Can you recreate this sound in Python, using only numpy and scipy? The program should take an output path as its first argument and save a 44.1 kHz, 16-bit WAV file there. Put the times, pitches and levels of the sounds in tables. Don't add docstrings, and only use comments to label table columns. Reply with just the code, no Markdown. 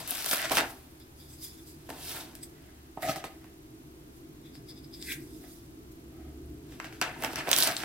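import sys
import numpy as np
from scipy import signal
from scipy.io import wavfile
from scipy.ndimage import uniform_filter1d

SR = 44100
rng = np.random.default_rng(int(sys.argv[2]) if len(sys.argv) > 2 else 0)


def ratio_of_db(decibels):
    return 10 ** (np.asarray(decibels, float) / 20)


def store_pcm(level_fs):
    pcm = np.round(np.clip(level_fs, -1, 1) * 32767).astype(np.int16)
    wavfile.write(sys.argv[1], SR, np.atleast_2d(pcm).T)


N = 345744

# peak_s, rise_s, fall_s, level_db, place (0 box, 1 card, 2 bag, 3 film)
RUMMAGE = [(0.002, .05, 0.11, -43, 2.6), (0.003, .05, 0.044, -45, 0), (0.08, 0.0091, 0.89, -36, 3.5),
           (0.2, 0.3, 0.26, -39.5, 2), (0.264, .006, 0.087, -34.5, 2), (0.313, .004, 0.12, -32, 1.5),
           (0.33, 0.09, 0.086, -27.5, 3), (0.328, 0.012, 0.03, -38, -1.5), (0.39, 0.11, 0.17, -37, 2.5),
           (0.45, 0.13, 0.12, -36.5, 1.5), (0.515, 0.011, 0.069, -23.5, -1), (0.52, 0.022, 0.21, -32, 2.5),
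           (0.555, .02, 0.034, -32, 2.5), (0.572, .004, .05, -28.5, 3), (0.584, 0.018, 0.052, -23, 1.36),
           (0.61, .05, 0.076, -37, 0), (0.66, 0.055, 0.075, -43, -1.3), (0.705, .04, .06, -48, 3),
           (1.892, 0.0036, 0.15, -43, -0.5), (1.893, 0.0036, 0.083, -48.5, 2.5),
           (2.1, 0.21, 0.28, -40, 2.5), (2.17, 0.17, 0.16, -45, 3), (2.165, 0.055, .05, -47, 1),
           (2.2, 0.32, 0.19, -52.5, 0), (2.21, .15, .06, -47.5, 2), (6.68, 0.14, 0.51, -53.5, -6),
           (6.729, 0.089, 0.21, -58.5, 1.8), (6.802, 0.0023, 0.27, -51, 1.1),
           (6.846, 0.0044, 0.086, -45.5, 1.3), (6.927, .004, 0.28, -57.5, 2.2),
           (7.018, 0.0027, 0.087, -29.5, 1), (7.08, 0.072, 0.4, -46, 0.74), (7.246, 0.041, 0.084, -35, 0.6),
           (7.247, 0.066, 0.096, -41, 3), (7.33, 0.154, 0.2, -48.5, 2), (7.33, 0.045, 0.072, -49, 4),
           (7.36, 0.0034, 0.2, -42.5, 1.5), (7.39, 0.042, .08, -35.5, 1), (7.481, 0.031, 0.11, -34, .3),
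           (7.535, 0.053, 0.083, -32, 2), (7.565, .1, 0.34, -33.5, 3), (7.591, .05, 0.084, -27, 2.5),
           (7.627, 0.055, .15, -26.5, 2.5), (7.677, 0.045, 0.099, -30.5, 1.5),
           (7.77, 0.0063, 0.21, -43, 2.3), (7.826, .07, .1, -39.5, 1.5)]
# peak_s, rise_s, fall_s, level_db, place (0 hollow, 1 lower shell, 2 upper shell, 3 rim)
FINGERS = [(1.002, .004, .08, -56.5, 1.6), (1.219, 0.062, .1, -58.5, 1.7), (1.34, 0.067, 0.055, -52.5, 3.5),
           (1.27, .1, 0.33, -63, 1.7), (1.39, .1, 0.17, -60, 5), (1.52, 0.14, 0.13, -61, 2),
           (1.44, 0.057, 0.1, -47, 2), (1.59, 0.033, .04, -59, 1), (1.679, 0.039, 0.088, -54, 2.5),
           (2.36, 0.025, .08, -60, .5), (2.361, 0.018, .04, -55, 3.5), (2.434, 0.019, 0.019, -41.5, 3),
           (4.458, 0.025, 0.074, -58, 1), (4.552, .03, 0.055, -54.5, 2), (4.699, 0.027, .04, -46.5, 2),
           (4.775, 0.038, 0.05, -54.5, 1.8), (4.845, 0.023, .03, -56, 1.8),
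           (4.941, 0.028, 0.045, -49.5, 1.85), (5.03, 0.06, 0.11, -50.5, 1.7), (5.06, .15, 0.21, -49, 3.5),
           (5.09, 0.032, 0.071, -42.5, 0), (5.118, 0.055, 0.029, -36.5, 0.25), (5.33, 0.11, .08, -64, 2.5),
           (5.5, 0.53, 0.24, -66, 1.5)]
# peak_s, rise_s, fall_s, level_db
SLIDES = [(1.002, .004, 0.11, -69), (1.19, 0.037, .2, -57.5), (1.32, .2, .3, -55),
          (1.439, 0.054, 0.09, -41), (1.56, .2, .3, -57.5), (1.678, 0.038, 0.1, -50.5),
          (2.36, .015, 0.07, -55), (2.44, .03, 0.092, -53.5), (4.171, 0.059, 0.065, -59.5),
          (5.09, 0.13, 0.15, -45), (5.128, 0.034, 0.023, -37.5), (5.24, 0.087, .2, -58.5),
          (5.41, 0.25, 0.24, -60), (5.523, 0.3, .19, -54.5), (5.921, .014, 0.024, -56)]
# peak_s, rise_s, fall_s, level_db, place (0 walls, 1 lid, 2 bag, 3 film)
BOX_RINGING = [(0.4, 0.017, 0.096, -39.5, 1.5), (0.46, 0.087, 0.017, -36, 1.5),
               (0.52, 0.016, 0.036, -31, -1), (2.58, 0.14, 0.57, -64.5, 1.5), (2.76, 0.29, 0.1, -69, 4),
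               (2.978, 0.0065, 0.026, -39.5, 0), (3.035, 0.016, 0.091, -36, 0.2),
               (3.03, 0.023, 0.11, -42.5, 3), (3.031, 0.015, 0.25, -45.5, 1.5),
               (3.09, 0.065, .05, -41.5, 2.5), (3.095, 0.044, 0.038, -27.5, -0.08),
               (3.102, 0.044, 0.057, -35, 2.5), (3.162, 0.0044, 0.052, -31, -0.6),
               (3.163, .004, 0.065, -42, 2.5), (3.244, 0.0053, 0.024, -35, 0.15),
               (3.245, 0.0068, 0.053, -45, 2.5), (3.3, .05, 0.24, -63, 3.5), (3.452, .08, .13, -64, 1),
               (5.442, 0.036, 0.084, -56.5, 0.5), (6.134, .03, 0.12, -64, .1), (6.2, .06, 0.22, -59, 0.3),
               (6.29, .2, .03, -65, 0.5), (7.02, .004, 0.043, -42, 0.7), (7.484, 0.016, 0.044, -36, -1.5),
               (7.67, 0.024, 0.095, -34, 0)]
STROKE_DB = 20
# start_s, peak_db, place (0 box, 1 card, 2 bag, 3 film),
# focus_db (scale of the loss away from that place), pan_db (left over right)
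SNAPS = [(0.0756, -24, 2.7, 9, 8), (0.1077, -15.5, 3, 10, 5), (0.118, -31, 1.5, 2.5, 6),
         (0.1807, -33, 1, 16, 4.8), (0.2438, -21, 2, 6.5, 1), (0.2603, -18.5, 3, 4.5, 3),
         (0.2873, -21, 2.5, 14, 1), (0.299, -30, 2.5, 19, -2), (0.312, -14, 2, 13, 3),
         (0.3309, -16.5, 0.94, 5.5, -0.5), (0.3457, -25, 1.5, 8, 2), (0.4539, -22, 1.4, 11.5, -1),
         (0.4965, -24, 1.6, 9, -2), (0.509, -29, .7, 1, -9), (0.5182, -12, 3.5, 3.5, 2),
         (0.57, -13, 1.5, 4, 0), (0.578, -20, 0.8, 2, 3), (0.584, -14, 1.6, 13, -3), (0.63, -25, 0, 10, -3),
         (1, -41.5, 3.5, 5, 3), (1.8892, -23, -1, 13, -2), (1.902, -26, -2, 3, 1),
         (2.3522, -29.5, 2.9, 7, 2), (2.9714, -25, 0, 32, -3), (3.023, -34.5, 4, 0, -9),
         (3.1592, -32.5, 2.5, 1.5, -2.2), (3.24, -28.5, 0.5, 6, -3), (3.442, -47.5, .6, 3, -2.9),
         (4.5532, -40.5, 1.5, 8, -4), (5.025, -26, 2, 16, 4.5), (5.121, -28, 1.9, 11, -8),
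         (6.7218, -45.5, 1, 3, 3), (6.7996, -24.5, 0.9, 13, 2), (6.8433, -31.5, 1, 8, 0),
         (6.9248, -37.5, 1, 8, 3), (7.0139, -12, 1.5, 7.5, 1.5), (7.02, -31, 6, 10.5, 0),
         (7.223, -30, .5, 0, 1), (7.236, -23.5, 5, 0.5, -1), (7.2464, -20.5, 1.3, 2.5, -4),
         (7.3323, -33.5, 2, 0, 0), (7.3577, -21, 2, 7, 2), (7.4723, -18.5, 0.5, 20, -1),
         (7.4814, -16.5, -0.5, 14, 1), (7.4906, -19, 2.5, 9, -2.8), (7.5142, -7, 2.5, 6.5, -5.5),
         (7.53, -4.5, 2, 24, -5.5), (7.5348, -10.5, 2, 14, 4), (7.5632, -9.5, 2, 17, -8),
         (7.5786, -13, 3, 5.5, 0), (7.5861, -11.5, 2.5, 18, -17), (7.592, -20, 7, 4, 5),
         (7.6033, -10, 2.5, 11, -4), (7.6243, -7.5, 2, 30, -5.5), (7.6294, -18, 2.2, 12.5, 3),
         (7.6341, -12, 3, 4.5, 0), (7.6737, -12.5, 2.5, 6, -4), (7.766, -16.5, 2, 21, -0.5),
         (7.793, -31, 0.5, 11, -4.5), (7.834, -23, 0.6, 8, 0)]
SNAP_DOWN, SNAP_LEVELLING = 1.93, 0.43

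# pitch_hz, half_width_hz (at -6 dB), relative level_db
BOX = [(161, 100, -11.5), (287, 160, -6), (503, 81, -8), (657, 88, 1), (820, 238, -3.5), (1005, 233, -7.5),
       (1192, 81, -8)]
CARD = [(1580, 430, 2), (2134, 370, -2.1), (2556, 460, -0.5)]
BAG = [(3330, 1080, 0), (4990, 750, 0), (5800, 920, -2), (8180, 1320, -4.5)]
FILM = [(9400, 2540, 3.4), (12260, 3200, 2.1), (14900, 1700, 3.5)]
HOLLOW = [(1590, 110, -3), (2000, 260, -1), (2450, 220, -1)]
SHELL = [(3450, 160, 0), (3850, 220, -3), (4700, 260, -4), (5100, 240, 0)]
RIM = [(7970, 260, -6), (8330, 270, -5.5)]
SKIN = [(3970, 2700, -6.5), (7150, 3000, -1.5), (10300, 2100, 5), (13100, 4600, 0), (14600, 1000, -19)]
WALLS = [(260, 135, -9), (667, 62, 0.5), (767, 70, -6), (1256, 55, -7)]
LID = [(1645, 290, -1.5), (1993, 160, 2), (2650, 620, -5.5)]

# bag level_db, share of crackle (0 to 1)
CRACKLE = [(-47, 0), (-41, .4), (-30, .25)]
GRAINS_PER_S, GRAIN_SPREAD_DB = 500, 5
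PORTS_SAME = [0.99, 0.6, 0.58, 0.073]
# time_s, pan_db (left over right)
HANDS = [(0.0, 3), (0.08, 2.5), (0.41, -0.5), (4.39, -0.5), (4.48, 5), (5.46, -2.5), (7.16, 0.5),
         (7.21, -0.5), (7.42, 0), (7.47, -2), (7.77, 0.5), (7.84, -2.5)]
# pitch_hz, t60_s
ROOM = [(300, 0.097), (800, 0.43), (2000, 0.3), (5500, 0.13), (14000, 0.069)]

# pitch_hz, width_hz (full, at -6 dB), relative level_db
ROOM_MODES = [(35, 34, -18.5), (59.2, 19, -4.5), (71.5, 8.6, -6), (101, 19, -15), (117.9, 6.5, -1),
              (147.5, 19, -2.5), (224, 97, -13.5), (262.6, 33.5, -5), (320.3, 46, 0), (349.6, 8.8, -6),
              (384, 13.2, -4.5), (425.2, 6.1, -5), (483, 52, -22.5), (674, 41, -21)]
# time_s, level_db
RUMBLE = [(0.0, -51), (0.37, -60), (0.56, -42), (0.81, -56), (1.92, -51.5), (2.49, -51), (2.95, -57),
          (3.19, -53), (4.8, -48.5), (5.26, -46), (5.61, -51), (6.53, -46), (7.03, -48.5), (7.27, -45),
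          (7.71, -49.5)]
# pitch_hz, likeness (-1 to 1)
RUMBLE_SAME = [(30, .998), (70, 1), (130, 0.98), (290, 0.92), (700, 0.66)]
# time_s, pitch_hz, level_db
DRONE = [(0, 75, -73), (1.2, 76, -59), (2.3, 76.5, -61), (2.6, 72.2, -58), (5.9, 68, -85), (6.2, 71.6, -51),
         (6.5, 71.6, -48.5), (6.9, 77.4, -85), (7.1, 75, -81)]
# pitch_hz, relative level_db
HISS = [(18, -39), (30, -9), (69, -5), (193, -20), (318, -24.5), (553, -22.5), (700, -22), (1800, -29.5),
        (11600, -36), (12600, -35), (15900, -39)]
HISS_LEVEL_DB = -57
# pitch_hz, likeness (-1 to 1)
HISS_SAME = [(300, 0.85), (640, -0.58), (1410, -0.33), (3100, -0.31), (6820, -0.28), (15000, 0.26)]
# pitch_hz, peak level_db
BLIPS = [(12920, -63), (9800, -71)]
BLIP_START_S, BLIP_LENGTH_S, BLIPS_PER_S = 0.033, 0.008, 23.976


def evened(x):
    return x / np.sqrt(np.mean(x ** 2) + 1e-20)


def read(points, hz):
    f, value = np.transpose(points)
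    return np.interp(np.log(hz + 1), np.log(f + 1), value)


def ring(modes, size=2048):
    t = np.arange(size) / SR
    response = np.zeros(size)
    for k, (hz, width, db) in enumerate(modes):
        swell = width ** 2 * t * np.exp(-2 * np.pi * width * t)
        response += (-1) ** k * ratio_of_db(db) * swell * np.sin(2 * np.pi * hz * t)
    return response


def ported(noise, same):
    return np.array([noise[0], same * noise[0] + np.sqrt(1 - same ** 2) * noise[1]])


def loss_db(place, count, below_db, above_db, levelling):
    away = np.arange(count) - np.asarray(place)[..., None]
    return np.where(away < 0, below_db, above_db) * away ** 2 / (1 + levelling * away ** 2)


def strokes(table, count, below_db, above_db, levelling, damping):
    t = np.arange(0, N + 32, 32) / SR
    peak_s, rise_s, fall_s, level_db, place = np.transpose(table)
    lost = loss_db(place, count, below_db, above_db, levelling)
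    late = t - peak_s[:, None]
    before = np.maximum(-late, 0) / rise_s[:, None]
    after = np.maximum(late, 0) / fall_s[:, None]
    levels = []
    for k in range(count):
        peak_db = (level_db - lost[:, k])[:, None]
        each_db = peak_db - STROKE_DB * (before + after * damping ** k)
        power = ratio_of_db(2 * each_db).sum(0)
        levels.append(np.interp(np.arange(N) / SR, t, 10 * np.log10(power + 1e-12)))
    return levels


def rubbing(levels_db, bodies, drive):
    sames = np.interp(np.linspace(0, 3, len(bodies)), range(4), PORTS_SAME)
    sound = np.zeros((2, N))
    for db, body, same in zip(levels_db, bodies, sames):
        stroke = drive * ported(rng.standard_normal((2, N)), same)
        rung = signal.oaconvolve(stroke, ring(body)[None], axes=1)[:, :N]
        sound += ratio_of_db(db) * evened(rung)
    pan_db = np.interp(np.arange(N) / SR, *np.transpose(HANDS))
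    return sound * ratio_of_db(np.outer([.5, -.5], pan_db))


def patchy(sound, patchy_db, size, frames):
    z = signal.stft(sound, SR, nperseg=size, noverlap=size * 3 // 4)[2]
    patches = rng.standard_normal(z.shape[:0:-1]).T
    patches = uniform_filter1d(patches, size=5, axis=0)
    patches = evened(uniform_filter1d(patches, size=frames, axis=1))
    return signal.istft(z * ratio_of_db(patchy_db * patches), nperseg=size, noverlap=size * 3 // 4)[1][:, :N]


def rummage(patchy_db=2.0):
    levels_db = strokes(RUMMAGE, count=4, below_db=9.5, above_db=9, levelling=0.44, damping=1.145)
    crackle = np.interp(levels_db[2], *np.transpose(CRACKLE))
    grain_peaks = ratio_of_db(GRAIN_SPREAD_DB * np.minimum(rng.exponential(1, N), 3))
    grains = grain_peaks * (rng.random(N) < GRAINS_PER_S / SR)
    grains = signal.lfilter([1], [1, -.93], grains)
    drive = np.sqrt(1 - crackle + crackle * evened(grains) ** 2)
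    sound = rubbing(levels_db, (BOX, CARD, BAG, FILM), drive)
    return patchy(sound, patchy_db, size=128, frames=10)


def fingers(flutter_db=1.5, skin_db=-6):
    part_db = strokes(FINGERS, count=4, below_db=13, above_db=20, levelling=.55, damping=1.02)
    slide_rows = [(*row, 0) for row in SLIDES]
    slide_db, = strokes(slide_rows, count=1, below_db=0, above_db=0, levelling=0, damping=1)
    skin = np.hypot(ratio_of_db(slide_db), ratio_of_db(np.max(part_db, axis=0) + skin_db))
    flutter = ratio_of_db(flutter_db * evened(uniform_filter1d(rng.standard_normal(N), size=600)))
    bodies = (HOLLOW, SHELL[:2], SHELL[2:], RIM, SKIN)
    sound = rubbing([*part_db, 20 * np.log10(skin)], bodies, flutter)
    return patchy(sound, patchy_db=2, size=256, frames=16)


def box_ringing(judder_db=1.5):
    levels_db = strokes(BOX_RINGING, count=4, below_db=5.5, above_db=23.5, levelling=0.62, damping=1.02)
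    judder = ratio_of_db(judder_db * evened(uniform_filter1d(rng.standard_normal(N), size=200)))
    sound = rubbing(levels_db, (WALLS, LID, BAG, FILM), judder)
    return patchy(sound, patchy_db=2.5, size=256, frames=12)


def snaps(lengths_s=(.001, .0006, .0005, .0005)):
    out = np.zeros((2, N + 4096))
    t = np.arange(600) / SR
    pushes = rng.standard_normal((len(SNAPS), 4, 2, 600))
    bodies = [ring(body)[None] for body in (BOX, CARD, BAG, FILM)]
    for (start_s, peak_db, place, focus_db, pan_db), push in zip(SNAPS, pushes):
        peaks_db = peak_db - loss_db(place, len(bodies), SNAP_DOWN * focus_db, focus_db, SNAP_LEVELLING)
        at = round(start_s * SR)
        for db, body, noise, length, same in zip(peaks_db, bodies, push, lengths_s, PORTS_SAME):
            hit = ported(noise, same) * t * np.exp(-t / length)
            hit = signal.fftconvolve(hit, body, axes=1)
            hit /= abs(hit).max(axis=1, keepdims=True)
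            hit *= ratio_of_db([[db + pan_db / 2], [db - pan_db / 2]])
            out[:, at:at + hit.shape[1]] += hit
    return out[:, :N]


def room(x, wet_db=-9, lag_s=.00004):
    taps = np.zeros((2, SR // 2))
    grid = np.arange(100, SR // 2 - 20, 20)
    at = grid + rng.integers(0, 20, (2, len(grid)))
    np.put_along_axis(taps, at, rng.choice([-1., 1.], at.shape), 1)
    hz, t, z = signal.stft(taps, SR, nperseg=256)
    z[1] += (z[0] - z[1]) / (1 + (hz[:, None] / 900) ** 2)
    decay = ratio_of_db(-60 * t / read(ROOM, hz)[:, None])
    tail = signal.istft(z * decay, SR, nperseg=256)[1]
    tail *= ratio_of_db(wet_db) / np.linalg.norm(tail[0])
    tail += np.sinc(np.arange(tail.shape[1]) - 16 - np.array([[lag_s * SR], [0]]))
    return signal.fftconvolve(x, tail, axes=1)[:, 16:N + 16]


def noise_pair(gain, same, size):
    a, b, c, d = rng.standard_normal((N // (size // 4) + 5, size // 2 + 1, 4)).T
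    same = np.clip(same, -1, 1)[:, None]
    left = a + 1j * b
    right = same * left + np.sqrt(1 - same ** 2) * (c + 1j * d)
    z = np.array([left, right]) * gain[:, None]
    return evened(signal.istft(z, nperseg=size, noverlap=size * 3 // 4)[1][:, :N])


def rumble():
    hz, t = np.fft.rfftfreq(8192, 1 / SR), np.arange(N) / SR
    power = sum(ratio_of_db(2 * db) / (1 + (2 * (hz - f) / width) ** 2) ** 2 for f, width, db in ROOM_MODES)
    wash = noise_pair(np.sqrt(power), read(RUMBLE_SAME, hz), size=8192)
    wash *= ratio_of_db(np.interp(t, *np.transpose(RUMBLE)))
    time_s, note_hz, note_db = np.transpose(DRONE)
    phase = 2 * np.pi * np.cumsum(np.interp(t, time_s, note_hz)) / SR
    note = np.sqrt(2) * np.sin(phase)
    return wash + note * ratio_of_db(np.interp(t, time_s, note_db))


def hiss():
    hz = np.fft.rfftfreq(1024, 1 / SR)
    cap_db = read(HISS, 715.0) + 8.6
    gain = ratio_of_db(np.minimum(read(HISS, hz), cap_db))
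    return ratio_of_db(HISS_LEVEL_DB) * noise_pair(gain, read(HISS_SAME, hz), size=1024)


def blips():
    t = np.arange(N) / SR
    since_s = ((t - BLIP_START_S) * BLIPS_PER_S % 1) / BLIPS_PER_S
    gate = np.sin(np.pi * np.minimum(since_s / BLIP_LENGTH_S, 1))
    return gate * sum(ratio_of_db(db) * np.sin(2 * np.pi * hz * t) for hz, db in BLIPS)


def scene():
    close = rummage() + fingers() + box_ringing() + snaps()
    close = signal.lfilter(*signal.butter(2, 90, "high", fs=SR), close)
    return room(close) + rumble()


def band_limit(x):
    return signal.sosfilt(signal.butter(12, 16990, fs=SR, output="sos"), x)


def record(dry):
    mix = dry + hiss() + blips()
    low_pass = signal.firwin(301, 16000, window=("kaiser", 5), fs=SR)
    mix = signal.oaconvolve(mix, low_pass[None], "same")
    return band_limit(mix)


dry = scene()
out = record(dry)
store_pcm(out)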